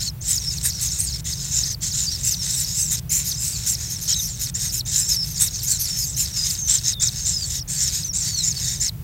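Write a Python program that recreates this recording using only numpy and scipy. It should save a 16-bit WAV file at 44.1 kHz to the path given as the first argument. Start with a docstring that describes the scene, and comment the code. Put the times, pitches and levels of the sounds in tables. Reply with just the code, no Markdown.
"""Nestlings begging in an earth burrow

Each call arches in pitch with the push of air through the syrinx: clear at both ends, hoarse at the
top, where the membranes vibrate chaotically. Thin whistles slide between the calls, and the rest of
the brood rasps and calls softly in bouts. Resonances of bills and chamber colour every voice;
a low hum and a faint hiss lie underneath."""
import sys
import numpy as np
from scipy import signal
from scipy.fft import rfft, irfft, next_fast_len
from scipy.io import wavfile
from scipy.ndimage import map_coordinates

SR = 44100
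rng = np.random.default_rng(int(sys.argv[2]) if len(sys.argv) > 2 else 0)


def store_pcm(level_fs):
    """Save levels as 16-bit WAV."""
    pcm = np.round(np.clip(level_fs, -1, 1) * 32767).astype(np.int16)
    wavfile.write(sys.argv[1], SR, np.atleast_2d(pcm).T)


N = 398223

# loud calls: t/s, duration/s, nominal top f/Hz, final f/Hz, base level/dB, manner
BEGGING_CALLS = [(0, .038, 6573, 3760, -28, "rasp"), (0.208, 0.099, 7480, 6600, -33, "cry"),
                 (0.26, 0.13, 8040, 4070, -22.5, "wail"), (0.497, 0.092, 7080, 3595, -34, "rasp"),
                 (0.628, 0.083, 9400, 3897, -22.5, "scream"), (0.803, 0.091, 8400, 4060, -25, "scream"),
                 (0.897, 0.12, 7250, 4020, -28.5, "rasp"), (0.982, 0.097, 8860, 7300, -25.5, "squeal"),
                 (1.126, 0.051, 6430, 4500, -31.5, "cry"), (1.242, 0.1, 7450, 3700, -29.5, "rasp"),
                 (1.375, 0.1495, 7170, 5550, -32.5, "rasp"), (1.515, .13, 7210, 4060, -23, "cry"),
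                 (1.64, 0.11, 6430, 4200, -26.5, "cry"), (1.807, 0.11, 7800, 5900, -28.5, "rasp"),
                 (1.922, 0.15, 7340, 5000, -24.5, "cry"), (2.097, 0.077, 6170, 4270, -28, "cry"),
                 (2.232, 0.12, 7930, 3380, -21, "wail"), (2.42, 0.11, 7920, 4200, -29.5, "rasp"),
                 (2.484, 0.13, 7680, 5960, -27.5, "wail"), (2.558, 0.099, 8100, 3780, -24.5, "scream"),
                 (2.658, 0.13, 6930, 5900, -27.5, "rasp"), (2.742, 0.17, 7820, 6100, -25, "wail"),
                 (2.905, 0.057, 7930, 4770, -21, "scream"), (3.093, 0.14, 7420, 6560, -21.5, "scream"),
                 (3.242, 0.086, 6950, 3490, -25.5, "scream"), (3.39, 0.19, 7770, 5080, -27, "scream"),
                 (3.509, 0.15, 6960, 5760, -33, "rasp"), (3.658, 0.1, 7690, 3920, -21.5, "scream"),
                 (3.769, .147, 6770, 4430, -32.5, "rasp"), (3.894, 0.064, 7030, 6400, -32.5, "squeal"),
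                 (4.003, 0.078, 6830, 3970, -32, "squeal"), (4.078, 0.07, 7870, 3370, -19, "cry"),
                 (4.182, 0.12, 6830, 3860, -29, "squeal"), (4.391, 0.084, 7040, 3870, -30.5, "squeal"),
                 (4.54, 0.049, 8000, 6925, -27.5, "cry"), (4.586, .116, 6870, 4500, -26, "rasp"),
                 (4.717, 0.0981, 7700, 3400, -25, "scream"), (4.852, 0.13, 7550, 7200, -30.5, "cry"),
                 (4.911, 0.07, 6880, 6030, -25.5, "rasp"), (4.944, .12, 7610, 6650, -21.5, "wail"),
                 (5.082, 0.095, 7048, 4780, -22.5, "wail"), (5.236, 0.15, 6440, 4170, -37.5, "squeal"),
                 (5.39, 0.1, 8460, 3690, -18, "scream"), (5.542, 0.053, 6870, 6820, -31, "cry"),
                 (5.623, 0.054, 7030, 6160, -28.5, "squeal"), (5.665, 0.11, 7670, 5730, -21.5, "wail"),
                 (5.785, 0.095, 6450, 3900, -25, "squeal"), (5.838, .129, 7250, 5350, -30, "rasp"),
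                 (5.955, 0.15, 6700, 5080, -30.5, "squeal"), (6.162, .102, 7290, 4050, -21.5, "scream"),
                 (6.328, 0.12, 6787, 5160, -29.5, "rasp"), (6.428, 0.086, 7130, 3560, -24.5, "rasp"),
                 (6.483, 0.074, 7850, 3720, -25.5, "scream"), (6.674, 0.12, 7720, 4650, -20, "cry"),
                 (6.834, 0.11, 6740, 3740, -24, "cry"), (6.998, 0.097, 7880, 3500, -19.5, "cry"),
                 (7.146, 0.11, 6900, 4800, -29.5, "cry"), (7.246, .118, 7470, 6400, -24, "cry"),
                 (7.377, 0.088, 7800, 4330, -32, "cry"), (7.495, .11, 7320, 4360, -26, "rasp"),
                 (7.676, 0.13, 7700, 6100, -26.5, "rasp"), (7.775, 0.12, 7230, 5260, -23, "cry"),
                 (7.911, 0.13, 6800, 3720, -27.5, "rasp"), (8.129, 0.11, 7700, 5850, -23.5, "cry"),
                 (8.215, 0.14, 7280, 5730, -28.5, "rasp"), (8.428, 0.096, 7380, 5930, -21.5, "cry"),
                 (8.599, 0.19, 6954, 5400, -26, "rasp"), (8.798, 0.1, 7500, 3530, -20.5, "cry")]
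# five manners of calling, as offsets to the base level: manner -> voice/dB, rasp/dB, screech/dB
MANNER_LEVELS = {"cry": (-2.5, -6, -33), "rasp": (-5.5, -3, -13.5), "wail": (-3, -7, -5),
                 "scream": (-4.5, -8, -1.5), "squeal": (-2.5, -15.5, 0)}
# clearest whistles: t/s, duration/s, middle f/Hz, base level/dB, bend
CLEAR_WHISTLES = [(0.06, 0.036, 4540, -34.5, "fall"), (0.468, 0.061, 5330, -31, "fall"),
                  (1.068, 0.046, 4738, -35, "fall"), (2.067, 0.03, 4660, -26.5, "scoop"),
                  (2.309, 0.13, 5840, -33.5, "fall"), (2.816, 0.054, 6236, -31, "fall"),
                  (3.305, 0.051, 5900, -33, "scoop"), (4.138, .129, 6090, -31, "fall"),
                  (4.112, 0.1, 4020, -37.5, "fall"), (5.0, 0.094, 5300, -34, "level"),
                  (5.106, 0.049, 5160, -29, "fall"), (5.165, .091, 5320, -27.5, "level"),
                  (5.895, 0.09, 5210, -31.5, "scoop"), (5.998, 0.059, 5100, -32, "fall"),
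                  (6.355, 0.12, 4940, -33, "scoop"), (6.574, 0.15, 6150, -31, "fall"),
                  (6.925, 0.1, 3544, -43, "scoop"), (7.323, 0.14, 4980, -32, "fall"),
                  (7.607, .021, 5660, -30.5, "fall"), (7.8, 0.11, 5460, -35.5, "fall"),
                  (8.038, 0.085, 5990, -32, "fall"), (8.25, .2, 4430, -34.5, "fall"),
                  (8.338, .072, 5850, -30, "fall"), (8.547, 0.0506, 4520, -37, "scoop")]
# pitch contours of a whistle: bend -> first and last frequency as ratios to the middle one
WHISTLE_BENDS = {"fall": (1.03, .86), "scoop": (1.1, 1.07), "level": (1, 1.02)}
# bouts in which the rest of the brood joins in: start t/s, end t/s
BOUTS = [(0, .09), (.23, 1.21), (1.25, 1.735), (1.82, 3), (3.1, 4.505), (4.56, 4.8), (4.86, 6.93),
         (7.005, 7.6), (7.68, 8.09), (8.135, 8.89)]
# spectrum of a hoarse throat at moderate effort: f/Hz, relative level/dB
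RASP_SPECTRUM = [(700, -27), (1300, -17.5), (1650, -14), (2300, -14), (2650, -10.5), (3200, -16),
                 (3750, -4), (4400, -6.5), (5400, 0), (7200, 0.5), (8300, -2), (10800, -16.5), (12700, -10),
                 (15800, -14)]
# spectrum of a wide-open bill at full effort: f/Hz, relative level/dB
SCREECH_SPECTRUM = [(600, -31), (1800, -8.5), (2600, 0.5), (3800, -20), (7000, 3), (9300, 11.5),
                    (10800, 6.5), (12500, 9), (15800, 1.5)]
# peaks and one dip in the response of bills and chamber, then a treble cut: f/Hz, width/Hz, gain/dB
CHAMBER_BANDS = [(1880, 249, 3.5), (3570, 710, 4), (4500, 270, 0.5), (5470, 80, 4.5), (6880, 430, 1.5),
                 (8700, 132, -1.5), (15200, 1700, -6.5)]
# spectrum of the background rumble and hiss: f/Hz, relative level/dB
HUM_SPECTRUM = [(20, -41), (30, -17), (42, -5.5), (62, 0.5), (90, -2.5), (122, -0.5), (165, -3), (190, -14),
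                (250, -23), (480, -30.5), (1200, -36.5), (4000, -40.5), (10000, -41.5), (15500, -32)]


def begging():
    """Superposition: the calls of the nearest chicks overlap and add."""
    out = np.zeros(N)
    for start, length, top_hz, last_hz, db, manner in BEGGING_CALLS:
        add(out, start, call(length, top_hz, last_hz, db, manner))
    return out


def call(length, top_hz, last_hz, db, manner, rise_s=.0125, fall_s=.019, jitter_hz=420, waver_hz=220,
         twin_ratio=.79, bill_hz=12600, skirt_hz=330, squeal_hz=380):
    """Nonlinear oscillation: pitch follows the push of air, and a hard push makes membranes chaotic."""
    voice_db, rasp_db, screech_db = db + np.array(MANNER_LEVELS[manner])
    u = progress(0, length)
    size, since, left = len(u), u * length, (1 - u) * length
    fall_stretch, chirp_gain = amp(2.5 * rng.standard_normal(2))
    attack = np.exp(-since / rise_s)
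    release = np.exp(-left / (fall_s * fall_stretch))
    push = np.abs(np.sin(np.pi * u ** 0.74))  # peaks early in the call
    arch = top_hz * (1 - .22 * attack) + (last_hz - top_hz) * release

    def chaos():
        """Random frequency modulation in Hz, growing with the push."""
        deviation = jitter_hz * wobble(2600, size) + waver_hz * wobble(160.5, size)
        return push * (1 - release) ** 2 * deviation

    shimmer = lambda: flutter(depth_db=5.5, rate=550, size=size)
    level = amp(voice_db + 1) * (0.61 + 0.69 * push ** 2) * (1 - 0.13 * attack) * (1 - .5 * release)
    # a call that dives deep ends in a clear chirp
    dive = np.clip((top_hz - last_hz) / 3000, 0, 1)
    chirp = amp(-20 + 0.32 * db) * chirp_gain * dive * np.sin(np.pi * release ** 1.7)
    voice = np.hypot(level, chirp) * shimmer() * syrinx(arch + chaos(), second_db=-21, third_db=-8)
    # the other side of the syrinx joins in, lower, at full push
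    twin = level * amp(-7) * push * shimmer() * tone(twin_ratio * arch + chaos())
    rasp = amp(rasp_db - 1) * (0.44 + 0.67 * push) * (1 - attack ** 2) * (1 - 0.38 * release)
    rasp *= rough_air(size, RASP_SPECTRUM, flutter_hz=693, flutter_db=2.5, ripple_db=3.5, ripple_hz=406.4)
    # the bill gapes with the push and lets out the octave and a bright screech
    gape = amp(screech_db) * push ** 1.1
    bill_gain = amp(-1 - np.abs(2 * arch - bill_hz) / skirt_hz)
    octave = bill_gain * shimmer() * tone(2 * arch + chaos() + squeal_hz * wobble(2200, size))
    screech = amp(-4) * rough_air(size, SCREECH_SPECTRUM, flutter_hz=906, flutter_db=3)
    strain = amp(1.8 * push * wobble(70, size))  # the push itself is unsteady
    gate = np.clip(np.minimum(since, left) / 0.00067, 0, 1)
    return gate * strain * (voice + twin + rasp + gape * (octave + screech))


def syrinx(pitch, second_db, third_db, bill_hz=12500, skirt_hz=230):
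    """Resonance: two weak harmonics of a nearly pure tone emerge as they glide through the bill's peak."""
    overtone = lambda hz, db: amp(db - np.abs(hz - bill_hz) / skirt_hz) * tone(hz)
    return tone(pitch) + overtone(2 * pitch, second_db) + overtone(3 * pitch, third_db)


def rough_air(size, spectrum, flutter_hz, flutter_db, ripple_db=0, ripple_hz=830):
    """Source and filter: flapping membranes chop air into puffs, which throat resonances colour."""
    puffs = rng.standard_normal(size) * flutter(flutter_db, flutter_hz, size)
    fft_size = next_fast_len(size + 256)
    f = np.fft.rfftfreq(fft_size, 1 / SR)
    ripple = map_coordinates(rng.standard_normal(128), [f / ripple_hz], mode="mirror")  # each throat's own
    colour_db = spectrum_db(spectrum, f) + ripple_db * ripple
    return unit(irfft(rfft(puffs, fft_size) * amp(colour_db), fft_size)[:size])


def whistles():
    """Superposition: the clearest whistles add up to thin glides among the calls."""
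    out = np.zeros(N)
    for start, length, middle_hz, db, bend in CLEAR_WHISTLES:
        add(out, start, whistle(length, middle_hz, db, bend))
    return out


def whistle(length, middle_hz, db, bend, waver_hz=55, drift_hz=70, shimmer_db=3.5):
    """Nearly periodic oscillation: a gentle call stays tonal and quavers along a parabolic bend."""
    u = progress(0, length)
    first, last = WHISTLE_BENDS[bend]
    glide = middle_hz * np.polyval(np.polyfit([0, .5, 1], [first, 1, last], 2), u)
    pitch = glide + waver_hz * wobble(403, len(u)) + drift_hz * wobble(24.8, len(u))
    level = amp(db + 1.5 + shimmer_db * wobble(133.8, len(u))) * fade(u, edge=0.13)
    return level * syrinx(pitch, second_db=-18, third_db=-21)


def soft_calls(length=.105, top_hz=6900, last_hz=4700, spread=.16, base_db=-34, scatter_db=4):
    """Attenuation with distance: chicks further back fill the bouts with weaker calls."""
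    out = np.zeros(N)
    for start, top, last, strength in turns(per_second=6, length=length):
        db = base_db + scatter_db * strength
        add(out, start, call(length, top_hz * (1 + spread * top), last_hz * (1 + spread * last), db, "cry"))
    return out


def soft_whistles(length=.075, middle_hz=5400, spread=0.19, stretch=0.48, base_db=-38.5, scatter_db=2):
    """Frequency glides: faint falling whistles from further back thread through the bouts."""
    out = np.zeros(N)
    for start, pitch, span, strength in turns(per_second=3, length=length):
        db = base_db + scatter_db * strength
        add(out, start, whistle(length * (1 + stretch * span), middle_hz * (1 + spread * pitch), db, "fall"))
    return out


def brood(level_db=-37, surge_db=3, fade_s=0.0058):
    """Amplitude-modulated noise: the rest of the heap rasps in bouts, with short hushes between."""
    out = np.zeros(N)
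    for start, end in BOUTS:
        u = progress(start, end)
        effort = amp(level_db + surge_db * wobble(17.55, len(u))) * fade(u, edge=fade_s / (end - start))
        air = rough_air(len(u), RASP_SPECTRUM, flutter_hz=601.9, flutter_db=4.5,
                        ripple_db=0.5, ripple_hz=462)
        add(out, start, effort * air)
    return out


def burrow(x, t60=0.024, wet_db=-9):
    """Reverberation in a small cavity: close earth walls give a very short tail and a few resonances."""
    t = np.arange(SR // 20) / SR
    tail = rng.standard_normal(len(t)) * 1000 ** (-t / t60) * (t > .0007)
    reflections = amp(wet_db) * signal.fftconvolve(x, tail / np.linalg.norm(tail))[:N]
    response = lambda f: amp(sum(db * np.exp(-((f - hz) / width) ** 2) for hz, width, db in CHAMBER_BANDS))
    return filtered(x + reflections, response)


def background(level_db=-33, line_hz=121, line_db=-47):
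    """A continuous spectrum and one line: steady rumble and faint hiss with a weak wavering tone."""
    rumble = unit(filtered(rng.standard_normal(N), lambda f: amp(spectrum_db(HUM_SPECTRUM, f))))
    return amp(level_db) * rumble + amp(line_db) * tone(line_hz + 3 * wobble(6, N))


def turns(per_second, length):
    """Jittered spacing within the bouts: yields t/s and three random traits from -1 to 1."""
    for start, end in BOUTS:
        count = round((end - start) * per_second)
        window = max(end - start - length, 0)
        for turn, (delay, *traits) in enumerate(rng.uniform(-1, 1, (count, 4))):
            yield start + (turn + .5 + .5 * delay) / count * window, *traits


def tone(pitch):
    """Phase is the integral of frequency: a sine of rms 1, muted above the Nyquist limit."""
    phase = 2 * np.pi * np.cumsum(pitch) / SR + rng.uniform(0, 2 * np.pi)
    return np.sqrt(2) * np.sin(phase) * (pitch < SR / 2)


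def flutter(depth_db, rate, size):
    """Saturation: a fast random gain of rms 1, bounded like the swing of a membrane."""
    return unit(amp(depth_db * 2 * np.tanh(wobble(rate, size) / 2)))


def wobble(rate, size):
    """Spline interpolation: a smooth random curve with `rate` knots a second."""
    return map_coordinates(rng.standard_normal(int(size * rate / SR) + 4), [np.arange(size) * rate / SR])


def spectrum_db(spectrum, f):
    """Level at f, interpolated along a logarithmic frequency axis."""
    hz, db = np.transpose(spectrum)
    return np.interp(np.log(f + 1), np.log(hz), db)


def filtered(x, response):
    """Linear filtering: the spectrum of x times a frequency response."""
    fft_size = next_fast_len(N + 8192)
    return irfft(rfft(x, fft_size) * response(np.fft.rfftfreq(fft_size, 1 / SR)), fft_size)[:N]


def progress(start, end):
    """Normalised time, 0 to 1, for each sample of a note."""
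    return np.linspace(0, 1, max(round((end - start) * SR), 256))


def fade(u, edge):
    """Quarter-sine taper at both ends of a note."""
    return np.sin(np.pi / 2 * np.clip(np.minimum(u, 1 - u) / edge, 0, 1))


def add(track, start, sound):
    """Superpose a sound on a track from `start` seconds."""
    i = max(round(start * SR), 0)
    track[i:i + len(sound)] += sound[:max(N - i, 0)]


def amp(db):
    """Decibels to amplitude ratio."""
    return 10 ** (np.asarray(db) / 20)


def unit(x):
    """Normalise to rms 1."""
    return x / np.sqrt(np.mean(x ** 2) + 1e-20)


def scene():
    """Superposition: all voices pass through the burrow and add to the hum, in one channel."""
    voices = begging() + whistles() + soft_calls() + soft_whistles() + brood()
    return (burrow(voices) + background())[None]


def record(dry, cutoff_hz=15830):
    """Band limiting: an ideal low-pass filter removes the highest treble."""
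    return np.array([filtered(channel, lambda hz: hz < cutoff_hz) for channel in dry])


dry = scene()
out = record(dry)
store_pcm(out)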